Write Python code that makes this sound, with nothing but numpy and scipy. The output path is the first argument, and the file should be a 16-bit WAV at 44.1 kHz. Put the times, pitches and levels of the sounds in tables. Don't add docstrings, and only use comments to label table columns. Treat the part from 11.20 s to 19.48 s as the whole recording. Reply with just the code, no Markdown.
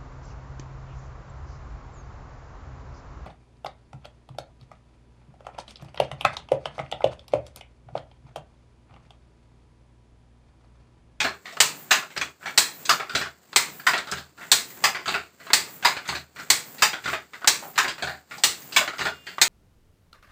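import sys
import numpy as np
from scipy import signal
from scipy.fft import rfft, irfft
from scipy.io import wavfile
from scipy.ndimage import uniform_filter1d, minimum_filter1d

SR = 44100
rng = np.random.default_rng(int(sys.argv[2]) if len(sys.argv) > 2 else 0)


def put_to_file(sound):
    columns = np.atleast_2d(sound).T
    safe = np.clip(columns, -1, 1)
    whole_steps = np.round(safe * 32767)
    wavfile.write(sys.argv[1], SR, whole_steps.astype(np.int16))


N = 365148

# (frequency [Hz], gain [dB])
HUSH_COLOUR = [(18, -37.5), (30, 7), (43, 1.5), (140, 14.5), (389, 13.5), (518, 9.5), (1970, -1),
               (3070, -10), (4540, 6), (6050, -8.5), (7460, -1.5), (10500, -23.5), (15500, -12)]
HUSH_DB = -59.5

# (time after pick [s], near throw level [dB], far throw level [dB])
RATTLE_CURVE = [(0.0, -49.5, -49), (0.15, -44.5, -49), (0.24, -49.5, -47), (0.36, -37, -32.5),
                (0.47, -55, -62.5), (0.52, -50.5, -50.5), (0.63, -44, -36), (0.68, -53.5, -55),
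                (0.78, -57.5, -55.5), (0.9, -44.5, -52), (0.98, -47.5, -46.5)]
# (frequency [Hz], gain [dB])
RATTLE_COLOUR = [(40, -21), (150, 9.5), (500, 3.5), (1900, 0), (4000, -8), (6000, -8), (7500, 1.5),
                 (10500, -20.5), (15300, -2)]
# (time after pick [s], near throw level [dB], far throw level [dB])
THREAD_CURVE = [(0.0, -71, -71), (0.1, -65, -60), (0.17, -42, -40), (0.23, -38, -40.5),
                (0.33, -55.5, -46.5), (0.5, -63, -63.5), (0.68, -70, -66), (0.86, -74, -74),
                (0.93, -57, -64), (0.98, -66, -70)]
# (frequency [Hz], gain [dB])
THREAD_COLOUR = [(5000, -37.5), (9000, -22), (12000, -18.5), (15200, -3.5)]
PICK_PERIOD_S = 0.975

# (time [s], level [dB], hardness [dB per octave], chatter t60 [s], stick pitch [Hz])
KNOCKS = [(0.002, -10, 4.3, 0.22, 2420), (0.045, -8.5, -0.5, 0.18, 1560), (0.255, -32, 2, 0.49, 1960),
          (0.324, -39.5, 9, 0.45, 664), (0.368, -16.5, -1.5, .058, 2560), (0.706, -26, -1, .06, 3430),
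          (0.825, -29, -3, 0.17, 1400), (0.903, -37, 3, 0.24, 2130), (0.963, -19.5, 1, 0.21, 2180),
          (0.976, -15.5, 5.5, 0.055, 4800), (1.012, -12, 3.5, 0.14, 1570), (1.209, -44, -3, .12, 1440),
          (1.228, -36.5, -2.5, 0.32, 1470), (1.257, -20.5, -0.7, 0.33, 1780),
          (1.652, -19.5, 10, 0.16, 4220), (1.798, -18.5, -3, .22, 1920), (1.894, -26.5, 2.2, 0.41, 1460),
          (1.95, -8, 4.5, 0.19, 4660), (2.011, -18, 2, 0.22, 1570), (2.058, -25.5, -7, 0.12, 1470),
          (2.329, -19.5, -1, 0.055, 4150), (2.597, -34, 2, 0.27, 1620), (2.734, -11, -0.5, .25, 2150),
          (2.778, -16.5, 5.5, 0.12, 1830), (2.871, -30, 1.5, 0.42, 1396), (2.914, -18.5, 12, 0.1, 7450),
          (2.921, -18.5, 0.5, 0.18, 1350), (2.971, -27.5, 2, 0.24, 3830), (3.175, -39, 0, 0.39, 1450),
          (3.21, -33, -2.5, 0.53, 1850), (3.501, -36, 13, 0.11, 1940), (3.571, -40, -15, 0.1, 1680),
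          (3.747, -21, -2, .3, 1950), (3.857, -23, 4, .27, 1340), (3.878, -14.5, 2.5, 0.34, 1270),
          (3.941, -11.5, -1.1, 0.18, 1450), (4.2, -39.5, -1.5, 0.42, 1970),
          (4.267, -29.5, -1.5, 0.35, 1220), (4.303, -12, -5, 0.057, 1590), (4.625, -22, 0.5, 0.66, 1390),
          (4.766, -18.5, -.5, 0.13, 1740), (4.854, -33, 0.5, 0.51, 1430), (4.877, -27, 14, 0.25, 1860),
          (4.888, -15, 4.5, .15, 865), (4.926, -19.5, -2, .094, 1600), (4.95, -19.5, 2, 0.18, 3900),
          (5.161, -33, 0, 0.21, 1380), (5.185, -32, 1.5, 0.4, 1400), (5.198, -27, 0, .069, 4720),
          (5.581, -30.5, 6, 0.66, 4580), (5.731, -17.5, -1, 0.18, 1400), (5.839, -28.5, 4.5, 0.52, 1580),
          (5.857, -16, 1, 0.1, 1430), (5.876, -17.5, 1, 0.28, 1370), (5.93, -14, -1.2, 0.17, 2000),
          (6.133, -31.5, 1, 0.32, 2000), (6.216, -29, -5.5, 0.2, 1390), (6.244, -11.5, -2.5, 0.047, 1080),
          (6.424, -33, -13.5, 0.35, 810), (6.479, -47, -8, 0.18, 805), (6.557, -24.5, 1, 0.16, 1670),
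          (6.643, -15.5, -2.5, 0.21, 1880), (6.68, -14.5, 4.5, 0.17, 1660), (6.78, -30.5, 0, 0.33, 1390),
          (6.823, -16.5, 3, 0.22, 750), (6.871, -20.5, -3.5, 0.3, 1670), (7.11, -28, 1, 0.3, 2290),
          (7.179, -30, 12, 0.16, 760), (7.419, -33.5, 13, 0.063, 1890), (7.522, -25, 7, 0.46, 2930),
          (7.61, -16, -6.5, 0.18, 1830), (7.676, -15.5, -0.5, 0.13, 1900), (7.73, -30, -1.5, 0.27, 1340),
          (7.782, -26, 5, .16, 1880), (7.79, -18, 1.5, 0.18, 1180), (7.808, -15.5, 1, 0.24, 1960),
          (7.853, -12, 0.5, 0.17, 1440), (7.868, -16, -1.5, 0.12, 1740), (8.067, -28, 2.5, 0.34, 1910),
          (8.182, -12.5, -4, 0.055, 1150)]
# (frequency [Hz], gain [dB])
KNOCK_COLOUR = [(35, -65.5), (60, -9.5), (159, -6), (335, -4), (403, 0.5), (497, -11), (585, 0),
                (999, -3.5), (1420, 3), (2910, -6), (4420, -7), (5580, -18), (7900, -19), (10700, -46),
                (12500, -46), (15500, -41.5)]
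STICK_DB, STICK_PER_LEVEL_DB = -37.5, -0.41
WEIGHT_DB, WEIGHT_PER_HARDNESS_DB = -3.5, 2.1

# (time [s], level [dB])
THUMPS = [(0.05, -33.5), (0.977, -35), (1.942, -26), (2.922, -26.5), (3.872, -28.5), (4.888, -25),
          (5.857, -29), (6.824, -26.5), (7.8, -27.5)]
# (frequency [Hz], level [dB], t60 [s])
FRAME_MODES = [(77, -16, 0.74), (136, -12.5, 0.51), (178, -9, 0.27), (404, -10, 0.32)]
PICK_THUMP_DB = -53

# (time [s], level [dB], stick pitch [Hz], stick ring [dB])
PICKS = [(0.402, 2, 2770, -26.5), (1.376, 2.5, 4200, -19), (2.36, 1, 1270, -39), (3.316, 3.5, 4170, -27),
         (4.332, 1.5, 4020, -42), (5.301, 1.5, 4200, -33), (6.274, 1.5, 5300, -22), (7.236, 1, 4360, -45),
         (8.214, 2, 5160, -27)]
# (hardness [dB per octave], chatter t60 [s], bass weight [dB])
PICKERS = [(-2, 0.076, -6), (-1, 0.073, -3)]
# (frequency [Hz], gain [dB])
PICK_COLOUR = [(35, -78.5), (60, -16.5), (231, -14), (413, -10.5), (546, -13.5), (1230, -5), (1350, -7),
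               (2200, -0.5), (2780, -4), (4120, 2), (5710, -3), (7900, 2.5), (9970, -12), (11500, -16.5),
               (15500, -5)]
# (frequency [Hz], level [dB], t60 [s])
PICKER_MODES = [(841, -7, 0.034), (1920, -13, .01), (2920, -12.5, 0.015), (4300, 5, 0.03),
                (7570, -1.5, 0.0046), (15200, -20, .004)]

# (frequency [Hz], gain [dB])
RUMBLE_COLOUR = [(60, -25.5), (150, 8.5), (400, -14), (800, -1.5), (1500, -11.5), (3000, -30.5)]
RUMBLE_DB = -54.5

# (time [s], level [dB], stick pitch [Hz], stick ring [dB])
LANDINGS = [(0.708, 1, 1740, -36.5), (1.692, -1.5, 1290, -23), (2.666, -3, 1900, -28),
            (3.638, 0, 4370, -27.5), (4.647, -2, 948, -30), (5.621, 3, 1850, -55), (6.577, -4.5, 1624, -25),
            (7.562, 1.5, 2330, -31)]
# (hardness [dB per octave], chatter t60 [s], bass weight [dB])
BOXES = [(-1, 0.18, -26.5), (1.27, 0.14, 12)]
# (frequency [Hz], gain [dB])
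LANDING_COLOUR = [(35, -66.5), (60, -79.5), (163, -56.5), (443, -25), (688, -0.5), (999, -1.5), (1670, 2),
                  (2200, -2), (4030, -4.5), (6410, -10.5), (7370, -5.5), (10900, -30), (12300, -31.5),
                  (14100, -14), (15500, -19)]
# (frequency [Hz], level [dB], t60 [s])
BOX_MODES = [(415, -16.5, 0.073), (760, -17.5, 0.017), (1053, -1.5, 0.047), (1220, -3, 0.0076),
             (1704, -9, 0.16), (1860, -0.5, 0.0055), (2590, -7, 0.033), (4860, -1, 0.025)]

# (multiple of the fundamental, level [dB])
HORN_HARMONICS = [(4, -22), (5, -13), (6, -17), (7, -7), (8, 2.5), (9, -11), (10, -7.5), (11, -24),
                  (13, -16), (15, -15)]
HORN_START_S, HORN_HOLD_S, HORN_ATTACK_S, HORN_RELEASE_S = 7.895, 0.29, 0.025, 0.03
HORN_START_HZ, HORN_SAG_HZ_PER_S = 354.5, 24
HORN_DB, HORN_SAG_DB_PER_S = -51.5, 18

# (from [Hz], to [Hz], t60 [s])
ROOM_BANDS = [(0, 500, 0.45), (527, 3000, 0.3), (3100, 29000, 0.27)]
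ROOM_DB, ROOM_BUILD_S = -11.5, 0.0057

BLOW = SR * 2 // 5
PICK_GRAIN_DB, GRAIN_DB = 2, 4
TICK_DB, TICK_S = -21.5, 0.002

GATE_DB, FULL_DIP_DB, LEVEL_WINDOW_S = -48.5, 7, 0.022
DUCK_FROM_DB, DUCK_SHARE, LOOK_AHEAD_S = -30, 0.13, 0.051
MIC_LOW_HZ, CUTOFF_HZ = 60, 15900


def from_db(db):
    return 10 ** (np.asarray(db) / 20)


def rms_one(x):
    return x / np.sqrt(np.mean(x ** 2, axis=-1, keepdims=True) + 1e-20)


def at_hz(points, hz):
    points = np.array(points)
    return np.interp(np.log(hz), np.log(points[:, 0]), points[:, 1])


def colour_gain(size, spectrum, tilt_db=0, weight_db=0, bumps_db=np.zeros((1, 2))):
    hz = np.maximum(np.arange(size // 2 + 1) * SR / size, 20)
    tilt = tilt_db * np.log2(np.clip(hz, 600, 12000) / 2000)
    bass = weight_db / (1 + (hz / 500) ** 4)
    places = np.log(np.geomspace(300, 7000, bumps_db.shape[1]))
    bumps = np.array([np.interp(np.log(hz), places, row, left=0, right=0) for row in bumps_db])
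    return from_db(at_hz(spectrum, hz) + (tilt + bass) + bumps)


def filtered(x, gain):
    return rms_one(irfft(rfft(x) * gain, x.shape[-1]))


def coloured(x, spectrum):
    return filtered(x, colour_gain(len(x), spectrum)[0])


def grains(shape, per_s, spread_db):
    size_db = spread_db * np.minimum(rng.exponential(1, shape), 4)
    signs = rng.choice([-1, 1], shape)
    return from_db(size_db) * signs * (rng.random(shape) < per_s / SR)


def ring(force, hz, t60):
    r, w = from_db(-60 / (t60 * SR)), 2 * np.pi * hz / SR
    return signal.lfilter([0.5, 0, -0.5], [1, -2 * r * np.cos(w), r * r], force + 1e-18)


def hush():
    return from_db(HUSH_DB) * coloured(rng.standard_normal(N), HUSH_COLOUR)


def through_pick(rows):
    picks = np.array([PICKS[0][0] - PICK_PERIOD_S] + [pick[0] for pick in PICKS])
    t = np.arange(N) / SR
    last = np.searchsorted(picks, t, side="right") - 1
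    since = t - picks[last]
    after_s, near_db, far_db = np.transpose(rows)
    near_throw = last % 2
    return np.where(near_throw, np.interp(since, after_s, near_db), np.interp(since, after_s, far_db))


def rattle():
    ticks = grains(N, per_s=2500, spread_db=2.4)
    return from_db(through_pick(RATTLE_CURVE)) * coloured(ticks, RATTLE_COLOUR)


def threads():
    friction = grains(N, per_s=9000, spread_db=2.5)
    return from_db(through_pick(THREAD_CURVE)) * coloured(friction, THREAD_COLOUR)


def room(shape):
    t = np.arange(shape[1]) / SR
    hz = np.arange(shape[1] // 2 + 1) * SR / shape[1]
    swarm = rfft(rng.standard_normal(shape))
    echoes = np.zeros(shape)
    for low_hz, high_hz, t60 in ROOM_BANDS:
        band = irfft(swarm * (hz >= low_hz) * (hz < high_hz), shape[1])
        echoes += from_db(-60 * t / t60) * band
    return (1 - np.exp(-t / ROOM_BUILD_S)) * echoes


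def blows(table, colour, modes, rise_s, crack_db, ring_db, contacts_per_s, grain_db):
    s, level_db, hardness, t60, stick_hz, stick_db, weight_db = np.transpose(table)[:, :, None]
    t = np.arange(BLOW) / SR
    envelope = (1 - np.exp(-t / rise_s)) ** 2 * from_db(-60 * t / np.maximum(t60, 0.01))
    chatter = grains((len(table), BLOW), contacts_per_s, spread_db=1.3)
    bumps = grain_db * rng.standard_normal(size=(len(table), 40))
    gain = colour_gain(BLOW, colour, hardness, weight_db, bumps)
    tick = from_db(TICK_DB) * np.exp(-t / TICK_S) * rms_one(np.diff(chatter, prepend=0))

    echoes = from_db(ROOM_DB) * np.sqrt(10 * t60) * room(chatter.shape)
    echo_rms = np.sqrt(np.mean(echoes ** 2, axis=-1, keepdims=True))
    coloured_echoes = filtered(np.roll(echoes, 64, axis=-1), gain) * echo_rms
    sound = from_db(crack_db) * (envelope * filtered(chatter, gain) + coloured_echoes + tick)

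    force = envelope * rms_one(chatter) + echoes
    for hz, mode_db, mode_t60 in modes:
        spot_db = rng.normal(0, 1.9, s.shape)
        strength = from_db(ring_db + mode_db + hardness * np.log2(hz / 2000) + spot_db)
        sound = sound + strength * ring(force, hz, mode_t60)

    out = np.zeros(N + BLOW)
    for k, start in enumerate((s[:, 0] * SR).astype(int)):
        pitch = stick_hz[k, 0]
        stick = from_db(stick_db[k]) * ring(force[k], pitch, 15 / pitch)
        out[start:start + BLOW] += from_db(level_db[k]) * (sound[k] + stick)
    return out[:N]


def knocks():
    table = []
    for s, db, hardness, t60, hz in KNOCKS:
        stick_db = STICK_DB + STICK_PER_LEVEL_DB * db
        weight_db = WEIGHT_DB + WEIGHT_PER_HARDNESS_DB * hardness
        table.append((s, db, hardness, t60, hz, stick_db, weight_db))
    return blows(table, KNOCK_COLOUR, BOX_MODES, rise_s=0.00047, crack_db=-8.5, ring_db=-55.5,
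                 contacts_per_s=3000, grain_db=GRAIN_DB)


def frame():
    jolts = [(pick[0], pick[1] + PICK_THUMP_DB) for pick in PICKS]
    s, level_db = np.transpose(list(THUMPS) + jolts)
    out = np.zeros(N)
    for hz, mode_db, t60 in FRAME_MODES:
        pushes = np.zeros(N)
        pushes[(s * SR).astype(int)] = from_db(level_db + mode_db + rng.normal(0, 0.45, len(s)))
        out += ring(pushes, hz, t60)
    return signal.lfilter([0.03], [1, -0.97], out)


def by_side(events, sides):
    table = []
    for k, (s, db, hz, stick_db) in enumerate(events):
        hardness, t60, weight_db = sides[k % 2]
        table.append((s, db, hardness, t60, hz, stick_db, weight_db))
    return table


def picks():
    return blows(by_side(PICKS, PICKERS), PICK_COLOUR, PICKER_MODES, rise_s=0.0006, crack_db=-2,
                 ring_db=-42, contacts_per_s=5400, grain_db=PICK_GRAIN_DB)


def rumble():
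    t = np.arange(N) / SR
    flights = np.zeros(N)
    for pick, landing in zip(PICKS[::2], LANDINGS[::2]):
        progress = np.clip((t - pick[0]) / (landing[0] - pick[0]), 0, 1)
        flights += np.sin(np.pi * progress)
    rolling = grains(N, per_s=730, spread_db=3)
    return from_db(RUMBLE_DB) * flights * coloured(rolling, RUMBLE_COLOUR)


def landings():
    return blows(by_side(LANDINGS, BOXES), LANDING_COLOUR, BOX_MODES, rise_s=0.0016, crack_db=-8,
                 ring_db=-40, contacts_per_s=4000, grain_db=GRAIN_DB)


def horn():
    t = np.arange(N) / SR - HORN_START_S
    phase = 2 * np.pi * (HORN_START_HZ - HORN_SAG_HZ_PER_S * t / 2) * t
    stack = np.zeros(N)
    for multiple, level_db in HORN_HARMONICS:
        stack += from_db(level_db) * np.sin(multiple * phase + rng.uniform(0, 2 * np.pi))
    attack = np.clip(t / HORN_ATTACK_S, 0, 1)
    release = np.clip(1 + (HORN_HOLD_S - t) / HORN_RELEASE_S, 0, 1)
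    return attack * release * from_db(HORN_DB - HORN_SAG_DB_PER_S * np.clip(t, 0, 1)) * stack


def scene():
    steady = hush() + rattle() + threads()
    loom = knocks() + frame() + picks() + rumble() + landings()
    return (steady + loom + horn())[None]


def record(dry):
    level_db = 10 * np.log10(uniform_filter1d(dry ** 2, round(LEVEL_WINDOW_S * SR)) + 1e-12)
    dip_db = -FULL_DIP_DB / (1 + 2 * np.exp((level_db - GATE_DB) / 2))
    ahead = round(LOOK_AHEAD_S * SR)
    coming_db = -minimum_filter1d(-level_db, ahead, origin=-(ahead // 2))
    duck_db = -DUCK_SHARE * np.maximum(coming_db - DUCK_FROM_DB, 0)
    rounded = 0.9 * np.tanh(dry * from_db(dip_db + duck_db) / 0.9)
    bass_cut = signal.butter(3, MIC_LOW_HZ, "high", fs=SR, output="sos")
    top_cut = signal.cheby2(24, 80, CUTOFF_HZ, fs=SR, output="sos")
    return signal.sosfilt(top_cut, signal.sosfilt(bass_cut, rounded))


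dry = scene()
out = record(dry)
put_to_file(out)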